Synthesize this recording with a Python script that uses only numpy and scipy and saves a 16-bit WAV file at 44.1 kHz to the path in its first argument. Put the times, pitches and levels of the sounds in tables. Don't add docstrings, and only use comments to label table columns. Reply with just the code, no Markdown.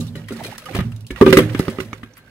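import sys
import numpy as np
from scipy import signal
from scipy.fft import rfft, irfft, next_fast_len
from scipy.io import wavfile
from scipy.ndimage import uniform_filter1d

SR = 44100
rng = np.random.default_rng(int(sys.argv[2]) if len(sys.argv) > 2 else 0)


def generate_wav(signal):
    frames = np.transpose(np.atleast_2d(signal))
    scaled = np.clip(frames, -1, 1) * 32767
    pcm = np.round(scaled).astype(np.int16)
    wavfile.write(sys.argv[1], SR, pcm)


def magnitude_from_level(level_db):
    exponent = np.asarray(level_db, float) / 20
    return 10 ** exponent


N = 101738

# frequency in Hz, level in dB, T60 in s.
SINK_MODES = [(62.9, -13.5, 1), (89.2, -20, 0.71), (108.88, 4, 0.79), (120.3, -1.5, 0.66),
              (163.1, 4.5, 0.48), (209.2, -3.5, 0.4), (230.76, -0.5, 0.61)]
# frequency in Hz, level in dB, T60 in s.
BOWL_MODES = [(274.5, 12.5, 0.05), (307, -14.5, 0.47), (376.2, 7, 0.15), (399, -6, 0.22), (511, -1.5, 0.12),
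              (530.6, -7.5, 0.19), (683, -24, 0.23)]
# frequency in Hz, level in dB.
CLACK_SPECTRUM = [(500, -57), (900, 7.5), (1300, 16.5), (2200, 13), (3600, 3.5), (6000, -48)]
# frequency in Hz, level in dB.
RASP_SPECTRUM = [(1470, -126), (2500, -2.5), (4340, 0.5), (5730, -5), (11200, -5.5), (15000, -14),
                 (16500, -4)]
SEATED_S = 1.45


def evened(x):
    return x / np.sqrt(np.mean(x ** 2) + 1e-20)


def smooth_noise(length, size):
    return evened(uniform_filter1d(rng.standard_normal(length), size=size))


def read(points, hz):
    f, value = np.transpose(points)
    return np.interp(np.log(hz + 1), np.log(f + 1), value)


def add(mix, s, sound):
    part = mix[..., max(round(s * SR), 0):][..., :sound.shape[-1]]
    part += sound[..., :part.shape[-1]]


def colour(x, points):
    size = next_fast_len(x.shape[-1])
    gain = magnitude_from_level(read(points, np.fft.rfftfreq(size, 1 / SR)))
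    return irfft(rfft(x, size) * gain, size)[..., :x.shape[-1]]


def resonate(x, hz, width):
    turn = np.exp(2j * np.pi * hz * np.arange(x.shape[-1]) / SR)
    r = np.exp(-np.pi * width / SR)
    return 2 * (turn * signal.lfilter([1 - r], [1, -r], x / turn)).real


def crackle():
    grains_per_s, grain_db = 600, 5
    size = magnitude_from_level(grain_db * np.minimum(rng.exponential(1, N), 3.6))
    size = size * (rng.random(N) < grains_per_s / SR)
    kind = rng.integers(0, 24, N)
    t = np.arange(900) / SR
    out = np.zeros(N)
    for k, hz in enumerate(np.geomspace(450, 14000, 24)):
        grain = np.sqrt(hz) * np.exp(-t * hz / 6) * np.sin(2 * np.pi * hz * t)
        out += signal.oaconvolve(size * (kind == k), grain)[:N]
    return evened(colour(out, [(400, 31.5), (14000, -42.0)]))


def shaken(noise, modes, damping):
    return evened(sum(magnitude_from_level(db) * evened(resonate(noise, hz, damping / t60)) for hz, db, t60 in modes))


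def handling():
    # time in seconds, rubbing in dB, shaking in dB.
    strength = [(0, -71, -40), (.1, -81, -48), (0.198, -55.5, -38.5), (0.268, -52.5, -52), (.42, -40, -35),
                (.5, -42.5, -39), (0.619, -46.5, -53), (0.743, -39, -35), (0.757, -27, -46),
                (0.803, -34.5, -34.5), (.9, -87, -43.5), (1.092, -67.5, -54.5), (1.17, -41, -55),
                (1.3, -31, -33), (1.45, -46, -38.5), (1.621, -37, -36), (1.781, -48.5, -38.5),
                (2.1, -59.5, -54)]
    # frequency in Hz, level in dB.
    rub_spectrum = [(290, -143), (500, -38), (764, -43), (885, -36.5), (1950, -21), (7270, -39.5),
                    (11800, -39.5), (15800, -43), (16500, -52)]
    s, rub_db, shake_db = np.transpose(strength)
    t = np.arange(N) / SR
    grains, hiss, noise = crackle(), rng.standard_normal(N), rng.standard_normal(N)
    patchy = magnitude_from_level(4 * evened(uniform_filter1d(noise, size=260)))
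    rub = evened(colour(4 * grains + evened(patchy * hiss), rub_spectrum))
    sink = shaken(noise, SINK_MODES, 9)
    bowl = shaken(noise, BOWL_MODES, 4)
    bowl_db = -20 + 5 * (t > SEATED_S)
    shake = sink + magnitude_from_level(bowl_db) * bowl
    return magnitude_from_level(np.interp(t, s, rub_db)) * rub + magnitude_from_level(np.interp(t, s, shake_db)) * shake


def kitchen():
    # frequency in Hz, level in dB.
    room_spectrum = [(15, -51), (25, 21), (483, -4), (553, -18), (1030, -76), (1600, -5.5), (2210, -26),
                     (14800, -71), (16500, -37)]
    # centre in Hz, bandwidth in Hz, level in dB.
    sizzle_bands = [(1590, 130, 0), (4320, 80, -14)]
    room_db, sizzle_db, sizzle_from_s = -57, -61, 1.95
    drain, air = rng.standard_normal((2, N))
    sizzle = evened(sum(magnitude_from_level(db) * resonate(resonate(drain, hz, w), hz, w) for hz, w, db in sizzle_bands))
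    fade_in = np.clip((np.arange(N) / SR - sizzle_from_s) / 0.055, 0, 1)
    return magnitude_from_level(room_db) * evened(colour(air, room_spectrum)) + magnitude_from_level(sizzle_db) * sizzle * fade_in


def ring(modes, t, spot_db):
    hz, db, t60 = np.transpose(modes)[:, :, None]
    luck = rng.standard_normal((14, 2))[:len(modes)]
    waver = .7 * luck[::-1, :1] * np.sin(2 * np.pi * (13 + 2 * luck[0, 1]) * t)
    level = magnitude_from_level(db + spot_db * luck[:, :1] - 60 * t / t60)
    detuned_hz = hz * (1 + 0.011 * luck[:, 1:])
    x = (level * np.sin(2 * np.pi * detuned_hz * t + waver)).sum(0)
    return x / abs(x).max()


def burst(t, points, t60):
    tail_t60 = 0.21
    noise = evened(colour(rng.standard_normal(len(t)), points))
    ragged = magnitude_from_level(3.5 * smooth_noise(len(t), 130))
    snap_level = magnitude_from_level(6 - 60 * t / .008)
    crack = ragged * magnitude_from_level(-60 * t / t60)
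    tail = np.sqrt(ragged) * magnitude_from_level(-7 - 60 * t / tail_t60)
    return noise * (snap_level + crack + tail) * np.minimum(t / 0.0018, 1)


def knock(s, clack_db, sink_db, bowl_db, rasp_db):
    # frequency in Hz, level in dB, T60 in s.
    rim_modes = [(1130, -13.5, 0.15), (1230, 6, 0.036), (1490, -9.5, 0.043), (1712, -11, 0.024),
                 (1826, 9.5, 0.02), (1994, 2.5, 0.044), (2347, -16.5, 0.017), (2825, 2, 0.023),
                 (3450, 0.5, .02)]
    spot_db = 3.5
    thud_hz, thud_t60, thud_db = 264, 0.0087, 6
    t = np.arange(0, .8, 1 / SR)
    thud = magnitude_from_level(thud_db - 60 * t / thud_t60) * np.sin(2 * np.pi * thud_hz * t)
    bowl = magnitude_from_level(-9.5 * (s > SEATED_S)) * ring(BOWL_MODES, t, spot_db) + thud
    low = magnitude_from_level(sink_db + 5.0) * ring(SINK_MODES, t, 0.75 * spot_db) + magnitude_from_level(bowl_db + 6.5) * bowl
    clack = ring(rim_modes, t, spot_db) + magnitude_from_level(-14) * burst(t, CLACK_SPECTRUM, 0.026)
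    rasp = burst(t, RASP_SPECTRUM, 0.058)
    return s, low * np.minimum(t / 0.0026, 1) + magnitude_from_level(clack_db) * clack + magnitude_from_level(rasp_db - 1.5) * rasp


def spot(s, hz, db, t60):
    t = np.arange(0, .42, 1 / SR)
    waver = .4 * smooth_noise(len(t), 400) * np.minimum(t / .01, 1)
    return s, magnitude_from_level(db - 60 * t / t60) * np.sin(2 * np.pi * hz * t + waver)


def snap(s, hz, db, t60):
    width = 0.16 * hz
    t = np.arange(0, .15, 1 / SR)
    noise = rng.standard_normal(len(t))
    band = evened(resonate(resonate(noise, hz, width), hz, width))
    return s, band * magnitude_from_level(db - 60 * t / t60) * np.minimum(t / 0.00079, 1)


def tick(s, clack_db, rasp_db, length):
    t = np.arange(0, .4, 1 / SR)
    clack = burst(t, CLACK_SPECTRUM, length)
    rasp = burst(t, RASP_SPECTRUM, length)
    return s, magnitude_from_level(clack_db - 28.5) * clack + magnitude_from_level(rasp_db + 4.5) * rasp


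def drip(s, hz, db, length):
    t = np.arange(0, 3 * length, 1 / SR)
    u = t / length
    waver = .35 * smooth_noise(SR // 2, 500)[:len(t)]
    level = magnitude_from_level(db) * np.minimum(u / 0.47, 1) * np.exp(-2.5 * u ** 2)
    return s, level * np.sin(2 * np.pi * hz * t * (1 + 0.0046 * u) + waver)


def ports(x):
    # frequency in Hz, level in dB.
    side_spectrum = [(60, -17), (300, -24), (600, -9), (1650, -3), (5000, 1)]
    left_db = -3.5
    taps = rng.standard_normal((3, 1300)) * magnitude_from_level(-60 * np.arange(1300) / SR / .03)
    taps = taps / np.linalg.norm(taps, axis=1, keepdims=True)
    turn = np.cos(2 * np.pi * (6.3 * np.arange(N) / SR + np.arange(3)[:, None] / 3)) * np.sqrt(2 / 3)
    side = signal.oaconvolve(x * turn, taps, axes=1)[:, :N].sum(0)
    side = colour(side, side_spectrum)
    return np.array([x + side, x - side]) * magnitude_from_level(left_db / 2 * np.array([[1], [-1]]))


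def scene():
    # start in seconds, then clack, sink, bowl and rasp levels in dB.
    knocks = [(0.0, -43, -19.5, -29, -40.5), (0.155, -27.5, -25, -28.5, -43), (0.307, -32, -56, -23.5, -59),
              (0.322, -37, -41, -26, -40), (0.447, -25, -65, -38.5, -35.5),
              (0.749, -16.5, -18.5, -18, -37.5), (0.79, -19.5, -15.5, -23, -59),
              (0.805, -20, -19, -66, -66), (1.106, -24, -31, -22, -42), (1.212, -8.5, -9, 6, -31.5),
              (1.264, -10, -12.5, -1.5, -33.5), (1.277, -11, -18.5, -2, -38),
              (1.327, -0.5, -15, 0.5, -21.5), (1.37, -0.5, -13.5, -1, -18.5), (1.387, -3, -16.5, -3.5, -29),
              (1.548, -15.5, -64, -9.5, -46), (1.5965, -24, -31, -5, -39), (1.681, -18, -71, -7.5, -44.5),
              (1.786, -24, -56, -12.5, -52), (1.802, -20, -26.5, -16.5, -37),
              (1.931, -24.5, -45.5, -21.5, -50), (2.032, -27.5, -41, -33.5, -54)]
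    # start in seconds, pitch in Hz, level in dB, T60 in s.
    spots = [(0, 242, -24.5, 0.52), (.156, 577, -40, 0.28), (.31, 380, -44, 0.2), (.7885, 178, -4.5, 0.047),
             (1.371, 322.4, -4, 0.11), (1.388, 493.4, -5.5, 0.1), (1.5965, 191, -9, 0.053),
             (1.6825, 220, -14.5, 0.097), (1.931, 1263, -20.5, 0.017), (1.931, 2216, -26, 0.026),
             (2.033, 254, -25.5, 0.052)]
    # start in seconds,
    # pitch in Hz, level in dB, T60 in s.
    pings = [(0.014, 1192, -42, 0.13), (.153, 2950, -38, 0.044), (.175, 1900, -40.5, 0.11),
             (.286, 1930, -33.5, .04), (0.284, 3070, -39, 0.035), (.322, 1400, -30, 0.038),
             (0.309, 228.2, -26, 0.62), (0.788, 1248, -26, .12), (1.108, 59, -22.5, 0.25),
             (1.105, 1726, -33.5, 0.11), (1.105, 2230, -31.5, 0.072), (1.161, 1910, -36, 0.13),
             (1.212, 1145, -10, .11), (1.215, 1712, -29, 0.14), (1.212, 258.6, -7, 0.1),
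             (1.264, 1198, -14.5, .13), (1.263, 1567, -16.5, 0.072), (1.263, 2430, -19, 0.049),
             (1.328, 2010, -16, .07), (1.328, 1320, -40, 0.044), (1.33, 2770, -19, 0.065),
             (1.371, 1980, -12.5, 0.043), (1.389, 1860, -21, 0.02), (1.388, 613, -21, 0.13),
             (1.401, 114, -18.5, 1), (1.493, 1910, -35, 0.028), (1.595, 1264, -20, 0.03),
             (1.595, 1994, -30, 0.087), (1.682, 1230, -22, 0.029), (1.786, 1233, -26.5, 0.034),
             (1.39, 307, -16, 0.357), (1.803, 1060, -35, 0.065)]
    # start in seconds, centre in Hz, level in dB, T60 in s.
    snaps = [(.004, 6930, -35.5, .03), (.01, 3980, -38, .03), (.08, 3600, -46.5, 0.068),
             (.242, 2960, -46, 0.046), (.367, 4200, -43.5, 0.037), (.748, 5940, -49, 0.027),
             (1.327, 12800, -16, 0.013), (1.37, 10500, -17, 0.016), (1.387, 12900, -14.5, 0.018),
             (1.548, 5600, -30, 0.012), (1.681, 4950, -33.5, 0.012), (1.803, 5950, -35.5, 0.014),
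             (1.931, 6200, -41, 0.032), (2.135, 5750, -52, 0.027), (2.168, 9700, -45, 0.024),
             (2.176, 12000, -48, 0.059)]
    # start in seconds, clack level in dB, rasp level in dB, length in s.
    ticks = [(0.0074, -32, -38, 0.0079), (0.067, -23, -47, 0.008), (0.2833, -14, -52.5, 0.18),
             (0.364, -19, -52, 0.03), (0.4355, -13, -40, 0.026), (0.466, -27, -39.5, 0.0058),
             (0.5795, -11, -39.5, 0.015), (0.656, -14, -44, 0.0073), (0.9183, -25.5, -57, 0.066),
             (0.9614, -60, -54.5, 0.019), (1.007, -62, -55.5, 0.014), (1.066, -61, -47, 0.012),
             (1.1594, -11.5, -57, 0.039), (1.493, -12.5, -84, 0.06), (1.591, -9, -36.5, 0.064),
             (1.698, -26, -48.5, 0.12), (2.168, -22.5, -62, 0.18)]
    # start in seconds, pitch in Hz, level in dB, length in s.
    drips = [(.404, 856, -22, 0.009), (.412, 694, -22.5, 0.011), (.447, 4100, -29, 0.0083),
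             (.455, 2400, -30, 0.025), (.523, 840, -25, 0.0095), (.657, 1224, -25.5, 0.025),
             (.921, 2740, -38.5, 0.0093), (1.172, 1170, -46, 0.013), (1.281, 2710, -22.5, 0.019),
             (.176, 4000, -42, 0.0089), (.342, 1860, -37, 0.014), (.455, 438, -23.5, 0.0096),
             (.49, 580, -25.5, 0.0047), (.618, 1240, -38, 0.014), (.62, 2700, -38, 0.0072),
             (.657, 2940, -35.5, 0.016), (.685, 762, -28.5, 0.02), (.708, 307, -24, 0.011),
             (1.046, 2750, -44, 0.0082)]
    mix = handling() + kitchen()
    events = ((knocks, knock), (spots, spot), (pings, spot), (snaps, snap), (ticks, tick), (drips, drip))
    for rows, source in events:
        for row in rows:
            add(mix, *source(*row))
    return ports(mix)


def band_limit(x):
    return signal.sosfilt(signal.butter(12, 16700, fs=SR, output="sos"), x)


def record(dry):
    low_hz, edge_hz, limit = 44.8, 15700, .99
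    wet = signal.lfilter(*signal.butter(2, low_hz, "high", fs=SR), dry)
    wet = colour(wet, [(edge_hz, 0), (edge_hz + 500, -30)])
    return band_limit(np.clip(wet, -limit, limit))


dry = scene()
out = record(dry)
generate_wav(out)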